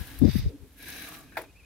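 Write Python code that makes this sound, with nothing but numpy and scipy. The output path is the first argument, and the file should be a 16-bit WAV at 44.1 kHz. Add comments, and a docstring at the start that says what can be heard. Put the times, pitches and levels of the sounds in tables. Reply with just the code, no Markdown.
"""A hand rubs gritty wet mortar in a wooden frame outdoors: three strokes of sand catching and slipping,
with coarse grains snapping and the wood ringing under the forward strokes. Early on, a gust buffets
the microphone, left port first; near the end a knock sets the frame ringing.
Behind it all sit a low outdoor rumble, a swelling hum and the faint broken chirps of a distant bird."""
import sys
import numpy as np
from scipy import signal
from scipy.fft import rfft, irfft
from scipy.io import wavfile

SR = 44100
rng = np.random.default_rng(int(sys.argv[2]) if len(sys.argv) > 2 else 0)


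def store_wav(level_fs):
    """Save 16-bit WAV to argv[1]."""
    pcm = np.round(np.clip(np.atleast_2d(level_fs), -1, 1) * 32767)
    wavfile.write(sys.argv[1], SR, pcm.T.astype(np.int16))


N = 72765
T = np.arange(N) / SR
BIN_HZ = np.fft.rfftfreq(N, 1 / SR)


def amp(db):
    """Decibels to gain."""
    return 10 ** (np.asarray(db) / 20)


def pan(left_db):
    """Gains that lift the left port and lower the right by as much."""
    return amp([[left_db], [-left_db]])


def unit_rms(x):
    """Scales to rms 1."""
    return x / np.sqrt(np.mean(x ** 2, axis=-1, keepdims=True) + 1e-20)


def level(points):
    """An envelope in dB: silent outside its points, but held where it nears an end of the scene."""
    times, db = np.transpose(points)
    before = db[0] if times[0] < .04 else -120
    after = db[-1] if times[-1] > 1.6 else -120
    return np.interp(T, times, db, left=before, right=after)


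def drift(rate_hz):
    """Slow random wander, rms 1."""
    return unit_rms(irfft(rfft(rng.standard_normal(N)) * np.exp(-(BIN_HZ / rate_hz) ** 2), N))


def decay(start, t60, rise_s=0.00028):
    """Quick attack and exponential decay."""
    t = np.maximum(T - start, 0)
    return (1 - np.exp(-t / rise_s)) * np.exp(-np.log(1000) * t / t60)


def coloured(x, colour):
    """Equalises x, at rms 1, with a steep low cut under the first point."""
    hz = BIN_HZ + 1
    points_hz, db = np.transpose(colour)
    gain = amp(np.interp(np.log(hz), np.log(points_hz), db))
    low_cut = np.minimum(hz / points_hz[0], 1) ** 2
    return unit_rms(irfft(rfft(x) * gain * low_cut, N))


def ports(x):
    """Spreads x over the two microphone ports: alike in the bass, wide in the treble."""
    # what both ports hear in common (frequency [Hz], power share [0-1])
    likeness = [(100, 0.73), (350, 0.86), (700, 0.8), (1300, 0.61), (2400, 0.46), (4000, 0.089)]
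    share = np.interp(BIN_HZ, *np.transpose(likeness))
    scrambled = x * rng.choice([-1, 1], (2, N))
    return irfft(np.sqrt(share) * rfft(x) + np.sqrt(1 - share) * rfft(scrambled), N)


def hiss(colour):
    """Coloured stereo noise."""
    return coloured(ports(rng.standard_normal(N)), colour)


def bursts(hits, colour, t60, rise_s=0.00028):
    """A dying burst of noise at each hit."""
    return sum(amp(db) * decay(start, t60, rise_s) for start, db in hits) * hiss(colour)


def outdoor_air():
    """A bed of low rumble and thin hiss that starts louder and settles."""
    # tone of the bed (frequency [Hz], gain [dB])
    colour = [(20, -24), (55, 8), (110, -2.5), (290, -13), (450, -15.5), (1000, -20.5), (3000, -21.5),
              (7000, -26.5), (12000, -26.5), (15500, -33.5)]
    # its fader ride (time [s], gain [dB])
    fade = [(0, 12), (.6, 0.5), (1.65, 0.5)]
    return amp(-57.5 + level(fade)) * hiss(colour)


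def hum(pitch_hz=280.3, width_hz=47.4):
    """A narrow band of noise, heard as a low hum."""
    # two swells (time [s], level [dB])
    swells = [(0, -59), (.13, -50), (.48, -59), (.78, -58), (1.13, -52.5), (1.3, -55), (1.5, -61)]
    phase = 2 * np.pi * pitch_hz * T
    band = (drift(width_hz) * np.cos(phase) + drift(width_hz) * np.sin(phase)) / np.sqrt(2)
    return amp(level(swells)) * band


def bird(pitch_hz=2510, half_length_s=0.016, rasp_rad=0.92):
    """A distant bird: short, hoarse notes that slide up or down."""
    # notes (centre time [s], level [dB], glide [Hz/s])
    chirps = [(1.277, -64, 9000), (1.301, -62.5, -7000), (1.348, -59, -2000), (1.452, -58.5, -9000),
              (1.498, -60, 1510), (1.569, -57, 8000), (1.604, -55.5, -11000), (1.647, -55.5, 5997)]
    song = 0
    for centre, db, glide in chirps:
        t = T - centre
        phase = 2 * np.pi * (pitch_hz * t + glide * t ** 2 / 2) + rasp_rad * drift(rate_hz=190)
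        song += amp(db) * np.exp(-(t / half_length_s) ** 2) * np.sin(phase)
    return song


def buffet(pressure, hard_from_db=-25, hard_range_db=9, steady_s=0.012):
    """Turbulence rumbles at one port; the harder it blows, the brighter it gets."""
    # tone of light and of hard wind (frequency [Hz], gain [dB])
    soft_wind = [(20, -29), (50, 0.5), (90, 1), (170, -17), (600, -49), (1500, -75)]
    hard_wind = [(20, -31), (60, 12), (200, 3), (340, -1.5), (440, -8), (700, -22.5), (1000, -37.5),
                 (2500, -78)]
    db, eddies = level(pressure), rng.standard_normal(N)
    hardness = np.clip((db - hard_from_db) / hard_range_db, 0, 1)
    flow = (1 - hardness) * coloured(eddies, soft_wind) + hardness * coloured(eddies, hard_wind)
    # flatten the noise's own swells so that the pressure shapes the level
    window = np.hanning(int(2 * steady_s * SR))
    power = signal.fftconvolve(abs(signal.hilbert(flow)) ** 2 / 2, window / window.sum(), "same")
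    return amp(db) * flow / np.sqrt(power + 1e-9)


def thump(start, length, db, top_hz, fall_octaves=2):
    """One eddy hits the port: it swells quickly, then drops in pitch and dies."""
    progress = np.clip((T - start) / length, 0, 1)
    hz = top_hz * 2 ** (-fall_octaves * progress ** 2)
    phase = 2 * np.pi * np.cumsum(hz * (progress > 0)) / SR
    return amp(db) * np.sin(np.pi * np.sqrt(progress)) * np.sin(phase)


def gust(hoot_at_s=.549, hoot_half_s=0.018, hoot_hz=287):
    """Wind hits the left port, then the right; a soft rush and a short hoot follow."""
    # wind pressure at each port, and the rush in its wake (time [s], level [dB])
    wind_left = [(0, -39.5), (.015, -24.5), (.055, -65), (.19, -38.5), (.217, -16), (.26, -14.5),
                 (.3, -21.5), (.326, -37), (.35, -21.5), (.382, -27.5), (.398, -24), (.44, -37),
                 (.465, -22), (.51, -48), (.59, -54), (.636, -39), (.67, -90)]
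    wind_right = [(0, -59), (.28, -51), (.35, -39), (.41, -34), (.445, -27), (.478, -23), (.51, -51.5),
                  (.56, -59)]
    wake = [(.44, -51), (.52, -49), (.59, -62.5), (.635, -56.5), (.68, -61.5)]
    # tone of the rush (frequency [Hz], gain [dB])
    wake_colour = [(220, -3), (320, -4.5), (460, -1), (620, -19), (1200, -43.5)]
    # single eddies (start [s], length [s], level [dB], starting pitch [Hz])
    thumps = [(.2162, 0.039, -10.5, 291.8), (0.2477, 0.022, -7.5, 300), (0.2828, 0.017, -13, 248),
              (0.354, 0.024, -12.5, 240), (0.384, 0.037, -21, 117), (0.459, 0.031, -13.5, 109)]
    left = buffet(wind_left) + sum(thump(*row) for row in thumps)
    right = buffet(wind_right)
    rush = amp(level(wake)) * hiss(wake_colour)
    hoot = np.exp(-((T - hoot_at_s) / hoot_half_s) ** 4) * np.sin(2 * np.pi * hoot_hz * T)
    return np.array([left, right]) + rush + amp(-40.5) * hoot


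def knock(port_lag_s=.00008):
    """A blow with small rebounds: the frame's modes, a crack, crushed grit and a short yard echo."""
    # blows on the frame, and grit crushed under them (time [s], relative level [dB])
    blows = [(1.3694, -1), (1.3737, -2.5), (1.3872, -23), (1.4127, -21), (1.4374, -22.5)]
    grit = [(1.3703, -30.5), (1.417, -42)]
    # modes of the wood (frequency [Hz], gain [dB], t60 [s])
    modes = [(324, -11, 0.23), (385.3, -9.5, 0.19), (472, -9.5, 0.2), (640, 2, 0.1), (804.7, 6.5, 0.032),
             (890, 3.5, 0.052), (978, -7, 0.11), (1434, -2, 0.044), (1590, 3.5, 0.043), (1770, 7, 0.017),
             (2143, -20, 0.047), (2425, -8, 0.14), (3540, -13, 0.15)]
    # tone of each noise layer (frequency [Hz], gain [dB])
    crack_colour = [(200, -47), (600, 0.5), (900, 3.5), (1200, -3.5), (1700, 3.5), (2500, -3),
                    (3000, -15.5), (4800, -12), (7000, -29.5), (9000, -20), (15500, -13)]
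    grit_colour = [(1400, -1), (2400, 12), (3800, -21), (15000, -21)]
    yard_colour = [(150, -42), (380, 6.5), (900, -3), (5000, -20), (15000, -22)]
    port_time = T - np.array([[0], [port_lag_s]])
    ring = 0
    for hz, mode_db, t60 in modes:
        swing = np.sqrt(sum((amp(db) * decay(start, t60)) ** 2 for start, db in blows))
        ring += amp(mode_db) * swing * np.sin(2 * np.pi * (hz * port_time + rng.random()))
    crack = bursts(blows, crack_colour, t60=0.077)
    tail = decay(blows[0][0], t60=0.24, rise_s=0.012) * hiss(yard_colour)
    crush = bursts(grit, grit_colour, t60=0.017)
    return (amp(-34) * ring + amp(-31.5) * crack + crush) * pan(1.4) + amp(-36) * tail


def scuffs():
    """Fingers scuff the frame just before the knock."""
    # touches (time [s], level [dB])
    touches = [(1.322, -48.5), (1.355, -48)]
    # their tone (frequency [Hz], gain [dB])
    colour = [(700, -4), (1300, -10), (1700, 9.5), (2200, -17), (3200, -24), (15000, -33)]
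    return bursts(touches, colour, t60=0.1) * pan(1.2)


def snaps():
    """Single coarse grains snap under the hand."""
    # snapping grains (time [s], level [dB])
    cracks = [(0.0712, -38.5), (0.188, -33.5), (0.8251, -37.5), (0.8845, -33), (0.901, -36.5), (1.007, -43),
              (1.022, -35), (1.048, -42), (1.0864, -37), (1.136, -41), (1.16, -48), (1.186, -41.5),
              (1.4164, -38)]
    # their bright tone (frequency [Hz], gain [dB])
    colour = [(800, 10.5), (2300, 2.4), (4500, 7.6), (7200, 2), (11500, 20.8), (15500, 12.7)]
    return bursts(cracks, colour, t60=0.03, rise_s=0.00087) * pan(1.2)


def frame_ring(scrape, half_width_hz=15):
    """Adds the wood's ring to a scrape, wavering as the hand's grip shifts."""
    # narrow resonances of the frame (frequency [Hz], gain [dB])
    modes = [(1665, -1), (2220, -19), (3920, 4.5)]
    response = sum(amp(db) / (1 + 1j * (BIN_HZ - hz) / half_width_hz) for hz, db in modes)
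    waver_db = drift(rate_hz=17)
    return scrape + irfft(rfft(scrape) * response, N) * amp(waver_db)


def clumped(scrape, band_hz=1600, flicker_db=1.8):
    """Grains come in clumps: each band of the scrape flickers on its own."""
    spectrum, bands = rfft(scrape), 0
    for centre in np.arange(0, SR / 2, band_hz):
        band = irfft(spectrum * np.maximum(1 - abs(BIN_HZ - centre) / band_hz, 0), N)
        bands += band * amp(flicker_db * drift(rate_hz=130))
    return unit_rms(bands)


def rub(pressure, colour, left_db, rough_db, grains_per_s=3500, grain_share=0.27):
    """Thousands of sand grains catch and slip, over a smooth hiss."""
    grains = unit_rms(rng.choice([-1, 1], N) * (rng.random(N) < grains_per_s / SR))
    friction = np.sqrt(grain_share) * grains + np.sqrt(1 - grain_share) * rng.standard_normal(N)
    scrape = clumped(coloured(ports(friction), colour))
    return scrape * amp(level(pressure) + rough_db * drift(rate_hz=43)) * pan(left_db)


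def first_stroke():
    """A short forward push that rings the frame."""
    # hand pressure (time [s], level [dB])
    pressure = [(0, -46.5), (.06, -50.5), (.125, -49), (.2, -53), (.25, -62.5), (.3, -89)]
    # tone of the scrape (frequency [Hz], gain [dB])
    colour = [(290, -39), (500, -10), (657, -27), (769, -7), (1270, -11.5), (1620, -1), (1880, -7.5),
              (3960, -8.5), (7130, -19.5), (12100, -9), (15500, -13.5)]
    return frame_ring(rub(pressure, colour, left_db=1.9, rough_db=1.0))


def back_stroke():
    """The hand draws back, its treble split between left and right."""
    # hand pressure (time [s], level [dB])
    pressure = [(.2, -67), (.25, -49.5), (.295, -42.5), (.385, -44.5), (.436, -51), (.49, -58), (.56, -84)]
    # tone of the scrape (frequency [Hz], gain [dB])
    colour = [(700, -10.5), (1300, -8), (2000, 1), (3250, -5.5), (3670, 6), (4250, -5), (4830, 3),
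              (5500, -6), (6100, -5.5), (7200, -24.5), (8500, -13.5), (10000, -37), (12000, -12),
              (15500, -19)]
    # stereo lean (frequency [Hz], left minus right [dB])
    balance = [(3700, -0.7), (4400, -4), (8500, -14.5), (11500, 9), (15000, -13)]
    scrape = rub(pressure, colour, left_db=0.5, rough_db=0.76)
    lean_db = np.interp(BIN_HZ, *np.transpose(balance)) / 2
    return irfft(rfft(scrape) * amp([lean_db, -lean_db]), N)


def sand_fizz():
    """Fine sand fizzes late in the back stroke and as the long one starts."""
    # swells (time [s], level [dB])
    swells = [(.28, -62), (.34, -50.5), (.39, -46), (.43, -78), (.765, -65), (.785, -53.5), (.84, -74),
              (.9, -67)]
    # their airy tone (frequency [Hz], gain [dB])
    colour = [(5000, -26), (8500, -7), (12000, 6), (15500, -5.5)]
    return rub(swells, colour, left_db=0.5, rough_db=0.5)


def long_stroke():
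    """A long forward push: a ringing scrape, a hollow midrange rub and a low drag."""
    # envelope of each layer (time [s], level [dB])
    pressure = [(.68, -80), (.76, -65), (.81, -49.5), (.89, -42.5), (1, -42.5), (1.085, -44.5),
                (1.106, -50), (1.15, -45), (1.2, -56.5), (1.27, -62.5), (1.45, -61)]
    hollow_swell = [(.9, -60.5), (1.02, -56), (1.07, -48), (1.17, -51.5), (1.28, -64.5)]
    drag_swell = [(.76, -74), (.86, -54), (1.2, -57.5), (1.36, -57.5), (1.5, -63)]
    # tone of each layer (frequency [Hz], gain [dB])
    scrape_colour = [(290, -24), (500, -7), (530, -17.5), (657, -11.5), (1030, -15.5), (1220, -30),
                     (1330, -18), (1650, 0.5), (1990, -9.5), (2290, -2.5), (3190, -11.5), (3900, -8),
                     (4500, -13.5), (6360, -12.5), (7240, -23.5), (11300, -11.5), (15500, -17.5)]
    hollow_colour = [(400, -44), (670, 3), (950, -8.5), (1200, 5.5), (1500, -6.5), (2500, -13)]
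    drag_colour = [(35, -5), (60, -1), (200, 0.5), (450, -7), (900, -44)]
    scrape = frame_ring(rub(pressure, scrape_colour, left_db=0.56, rough_db=0.34))
    hollow = rub(hollow_swell, hollow_colour, left_db=0, rough_db=3.0)
    drag = amp(level(drag_swell)) * hiss(drag_colour)
    return scrape + hollow + drag


def scene():
    """The stereo mix at the microphone."""
    mortar = first_stroke() + back_stroke() + sand_fizz() + long_stroke() + snaps()
    return mortar + scuffs() + knock() + gust() + bird() + hum() + outdoor_air()


def record(dry):
    """A steep high cut takes off the very top."""
    high_cut = signal.firwin(511, cutoff=15800, window=("kaiser", 9), fs=SR)
    return signal.oaconvolve(dry, high_cut[None], "same")


dry = scene()
out = record(dry)
store_wav(out)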